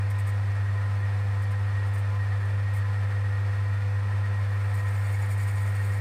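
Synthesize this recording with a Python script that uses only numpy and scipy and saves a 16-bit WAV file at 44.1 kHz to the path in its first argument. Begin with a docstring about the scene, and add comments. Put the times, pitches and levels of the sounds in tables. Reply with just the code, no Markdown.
"""A metal lathe runs close by in a workshop, cutting spinning brass.
Its motor hums at twice the mains frequency, its shafts and belt rumble, and its gears
whir and whine through the headstock, the housing that holds them. The tool grazes the
brass a few times, then settles into a light, hissing cut that rings once a turn."""
import sys
import numpy as np
from scipy import signal
from scipy.fft import rfft, irfft
from scipy.io import wavfile

SR = 44100
rng = np.random.default_rng(int(sys.argv[2]) if len(sys.argv) > 2 else 0)


def wrap_up_sound(samples):
    """Save the sound to the file named by the first command line argument, as 16-bit audio."""
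    columns = np.atleast_2d(samples).T
    # keep every value between -1 and 1, then stretch to whole-number steps
    tamed = np.clip(columns, -1, 1)
    steps = np.round(tamed * 32767).astype(np.int16)
    wavfile.write(sys.argv[1], SR, steps)


N = 264628
TIME = np.arange(N) / SR
FREQUENCIES = np.fft.rfftfreq(N, 1 / SR)


def gain_of(db):
    """Turns decibels into a number to multiply a sound by."""
    return 10 ** (np.asarray(db) / 20)


def drift(rate_hz):
    """A smooth random wobble, about 1 in size, moving up to roughly the given rate."""
    keep_slow = np.exp(-(FREQUENCIES / rate_hz) ** 2) * (FREQUENCIES > 0)
    wobble = irfft(rfft(rng.standard_normal(N)) * keep_slow, N)
    return wobble / wobble.std()


def broad_shape(points):
    """A gain for each frequency: a line through the points, silent beyond both ends."""
    hz, db = np.transpose(points)
    return gain_of(np.interp(np.log(FREQUENCIES + 1), np.log(hz + 1), db, left=-140, right=-140))


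def ringing_shape(rings):
    """A gain for each frequency, with a steep peak at each pitch where a part rings."""
    powers = (gain_of(db) ** 2 / (1 + ((FREQUENCIES - hz) / (0.73 * width)) ** 2) ** 2
              for hz, width, db in rings)
    return np.sqrt(sum(powers))


def sound_through(force, shape):
    """Passes a noisy force through a body that rings after each push, never before."""
    log_gain = np.log(shape + gain_of(-140))
    mirrored = np.r_[log_gain, log_gain[-2:0:-1]]
    phase = -signal.hilbert(mirrored).imag[:len(FREQUENCIES)]
    return irfft(rfft(force) * shape * np.exp(1j * phase), N) * np.sqrt(SR / 2)


def turning(turns_per_s, peak_s):
    """Swings between -1 and 1 once a turn, highest at the given moment."""
    return np.cos(2 * np.pi * turns_per_s * (TIME - peak_s))


def spindle(swings_per_turn=1, turns_per_s=11.35):
    """Swings as the brass spins, highest when the side that sticks out meets the tool."""
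    return turning(swings_per_turn * turns_per_s, peak_s=5.32)


# The tones of the motor's hum. Each row: multiple of the magnetic pull's rate, level in dB.
HUM_TONES = [(1, -25.5), (2, -54), (3, -72.5), (5, -53)]

def motor_hum(pull_hz=100.07, waver=0.007, flutter=0.17):
    """A magnetic pull hums in step with the mains; its overtones flutter as the panels shake."""
    hum = np.zeros(N)
    for multiple, db in HUM_TONES:
        depth = waver if multiple == 1 else flutter
        cycles = multiple * pull_hz * TIME + rng.random()
        level = gain_of(db) * (1 + depth * drift(8.2))
        hum += level * np.sin(2 * np.pi * cycles + depth * drift(6))
    return np.sqrt(2) * hum


# Shafts, pulleys and belt shaking the lathe's bed. Each row: pitch in Hz, level in dB.
SHAKE_TONES = [(48, -65), (53.2, -65.5), (75.2, -55), (83, -58), (91.4, -51.5), (93, -57), (95.8, -56),
               (104.6, -64), (111.4, -58.5), (125, -61.5), (144.5, -68), (148.2, -63.5), (174, -67.5),
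               (188.8, -63), (270, -66.5)]
# The drive's low noise. Each row: frequency in Hz, level in dB per Hz.
RUMBLE_NOISE = [(20, -102), (42, -87), (66, -75.5), (76, -62), (98, -70), (135, -75), (175, -82),
                (300, -82.5), (460, -81.5), (700, -100)]

def drive_rumble(wander_radians=0.43):
    """Unbalanced shafts and the belt make tones that throb against the hum, over a low rumble."""
    tones = np.zeros(N)
    for hz, db in SHAKE_TONES:
        phase = 2 * np.pi * (hz * TIME + rng.random())
        tones += gain_of(db) * np.sin(phase + wander_radians * drift(0.61))
    rumble = sound_through(rng.standard_normal(N), broad_shape(RUMBLE_NOISE))
    return np.sqrt(2) * tones + rumble


def whine_growth(db_per_s=0.25):
    """A gain that makes the whine slowly grow louder, passing 1 halfway through."""
    return gain_of(db_per_s * (TIME - TIME.mean()))


# The pitch in Hz of each pair of gears, low to high. 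The next two tables use the same order.
TOOTH_PITCHES = [1018, 1423, 1876]
# Each pair's tone. Each row: base level in dB, largest random swell in dB, swells per second,
# largest rattle in dB, pitch smear in radians.
TOOTH_TONES = [(-57, 3, 6.5, 2.5, 1.36), (-60.5, 4, 9, 1, .8), (-53.5, 4.5, 21, 3.5, 1.18)]
# Each pair runs tight and slack in two cycles. Each row: turns per second, a tight moment in
# seconds and swing in dB for the slow cycle, then the same three for the quick one.
TIGHT_CYCLES = [(1.52, 0.21, 4, 6.61, 0.17, 3), (1.675, .277, 2.5, 4.705, 0.17, 3.5),
                (1.96, 0.19, 1.8, 10.88, .123, 1.5)]

def gear_tones(rattle_hz=40, smear_hz=11.7):
    """Teeth sing, louder where off-centre gears run tight; slack makes each tone rattle and blur."""
    tones = np.zeros(N)
    for hz, tone, cycles in zip(TOOTH_PITCHES, TOOTH_TONES, TIGHT_CYCLES):
        base_db, swell_db, swell_hz, rattle_db, smear = tone
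        slow_hz, slow_s, slow_db, quick_hz, quick_s, quick_db = cycles
        tight_db = slow_db * turning(slow_hz, slow_s) + quick_db * turning(quick_hz, quick_s)
        loose_db = swell_db * np.tanh(drift(swell_hz)) + rattle_db * np.tanh(drift(rattle_hz))
        phase = 2 * np.pi * hz * TIME + smear * drift(smear_hz)
        tones += gain_of(base_db + tight_db + loose_db) * np.sin(phase)
    return np.sqrt(2) * whine_growth() * tones


# The noise of rubbing teeth. Each row: frequency in Hz, base level in dB per Hz.
WHIR_NOISE = [(250, -100), (520, -81.5), (880, -76), (1070, -80.5), (1500, -81), (2050, -80.5),
              (2350, -81.5), (2900, -89.5), (5250, -97), (5600, -99), (7100, -102), (8400, -99),
              (11500, -109), (15700, -114)]
# The headstock and gear wheels ringing. Each row: pitch in Hz, width in Hz, base level in dB per Hz.
HEADSTOCK_RINGS = [(393, 18, -75), (543, 46, -76.5), (633, 9.5, -76), (654.5, 11, -78.5),
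                   (725.4, 14.6, -75), (790, 17, -77), (875, 12, -72), (1034.4, 18, -72.5),
                   (1148, 57, -80.5), (1208, 16, -72), (1298, 59, -73), (1325, 15, -72.5), (1384, 7.1, -77),
                   (1558, 14, -76.5), (1629, 34, -73), (1708, 12, -74), (1763, 23.6, -69), (1817, 19, -75),
                   (1872, 61, -69), (2259, 38, -81), (2456, 39, -88), (3526, 145, -92.5), (4350, 110, -92),
                   (5205, 135, -95), (5860, 80, -101), (7650, 50, -104), (8130, 28, -100),
                   (13700, 300, -107)]

def gear_whir(turn_db=0.42, half_turn_db=0.31, uneven_db=0.5):
    """Teeth rub and rattle under a load that swings with each turn; the headstock rings with them."""
    load = gain_of(turn_db * spindle() + half_turn_db * spindle(2) + uneven_db * drift(27))
    whir = sound_through(load * rng.standard_normal(N), broad_shape(WHIR_NOISE))
    shaking = whine_growth() * load * rng.standard_normal(N)
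    return whir + sound_through(shaking, ringing_shape(HEADSTOCK_RINGS))


# The tool's brief catches on the brass. Each row: start in seconds, length in seconds, contact in dB.
TOOL_CATCHES = [(0.099, 0.014, 0.5), (0.183, 0.023, 0), (0.265, 0.037, -0.5), (1.417, .024, -5),
                (1.505, 0.019, -5.5), (1.857, .035, -12), (1.933, 0.027, -2), (1.972, .028, -3),
                (2.448, 0.009, -10), (2.733, 0.057, -2.5), (4.738, 0.019, 0), (5.3, 0.035, -1),
                (5.385, .016, -5), (5.425, 0.013, 2.5), (5.466, .016, -3), (5.506, 0.011, -4),
                (5.606, 0.027, -2)]

def grazing_contact(rise_s=0.003, release_s=0.0053):
    """How hard the tool grazes the brass: each catch bites quickly, holds, and dies away."""
    contact = np.zeros(N)
    for start_s, length_s, db in TOOL_CATCHES:
        age = TIME - start_s
        rise = np.clip(age / rise_s, 0, 1)
        release = np.exp(-np.maximum(age - length_s, 0) / release_s)
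        contact += gain_of(db) * rise * release
    return contact


def chips(clump_db=1.5):
    """The force of brass breaking off in a dense, clumpy stream of tiny cracks."""
    force = rng.standard_normal(N) * gain_of(clump_db * drift(800))
    return force / force.std()


# The tool moving into the brass. Each row: time in seconds, base contact in dB.
FEED_IN = [(0, -44), (4.2, -26), (4.45, -12), (4.68, -10), (4.78, -4), (5.1, 0.5), (6, -1)]
# Metal tearing at the tool's tip. Each row: frequency in Hz, level in dB per Hz at full contact.
HISS_NOISE = [(1500, -110), (3000, -105), (5000, -96), (6300, -102), (8500, -98.5), (10000, -99),
              (11000, -96), (12600, -103), (14300, -100), (14800, -109), (15700, -109)]
# The tool and holder ringing. Each row: pitch in Hz, width in Hz, level in dB per Hz at full contact.
TOOL_RINGS = [(2160, 210, -75), (6930, 300, -91), (7900, 99, -85), (8230, 220, -86.5), (8860, 190, -82.5),
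              (9500, 200, -91), (10240, 110, -94), (10700, 170, -92.5), (11000, 140, -98),
              (12050, 150, -92), (12350, 80, -95), (13200, 200, -96), (13500, 83, -88), (14100, 90, -86),
              (14000, 120, -96)]
# The brass ringing. Each row: pitch in Hz, width in Hz, level in dB per Hz at full contact.
BRASS_RINGS = [(2200, 180, -74), (4580, 180, -87), (7000, 350, -87.5)]

def cutting(steady_db=-3.5, uneven_db=1.5, turn_db=2.0, bite_sharpness=2.1, bite_db=2.2):
    """Chips hiss and ring the tool; once a turn the tool bites deeper and rings the brass."""
    feed = gain_of(np.interp(TIME, *np.transpose(FEED_IN)))
    steady_contact = feed * gain_of(steady_db + uneven_db * drift(70) + turn_db * spindle())
    contact = np.hypot(steady_contact, grazing_contact())
    tool_shape = np.hypot(broad_shape(HISS_NOISE), ringing_shape(TOOL_RINGS))
    hiss = sound_through(contact * chips(), tool_shape)
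    once_a_turn = ((1 + spindle()) / 2) ** bite_sharpness
    bite = feed * once_a_turn * gain_of(bite_db * np.tanh(drift(30)))  # no two turns cut equally deep
    return hiss + sound_through(bite * chips(), ringing_shape(BRASS_RINGS))


def with_echoes(sound, echo_db=-11.5, decay_s=0.016, count=24):
    """Adds quick echoes off the lathe's bed, its guard and the walls, which colour the sound."""
    delays_s = rng.uniform(0.002, 0.03, count)
    bounces = np.zeros(SR // 20)
    bounces[(delays_s * SR).astype(int)] = rng.choice([-1, 1], count) * np.exp(-delays_s / decay_s)
    echoes = signal.oaconvolve(sound, bounces / np.linalg.norm(bounces))[:N]
    # small surfaces throw back only the treble
    treble_filter = signal.butter(2, 1800, "high", fs=SR, output="sos")
    return sound + gain_of(echo_db) * signal.sosfilt(treble_filter, echoes)


def scene():
    """The whole lathe, heard from one spot."""
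    lathe = motor_hum() + drive_rumble() + gear_tones() + with_echoes(gear_whir() + cutting())
    return lathe[None]


def record(dry):
    """Takes away the very highest treble."""
    cutoff_hz = 15760
    low_pass = signal.firwin(1023, cutoff_hz, window=("kaiser", 9), fs=SR)
    return signal.oaconvolve(dry, low_pass[None], "same")


dry = scene()
out = record(dry)
wrap_up_sound(out)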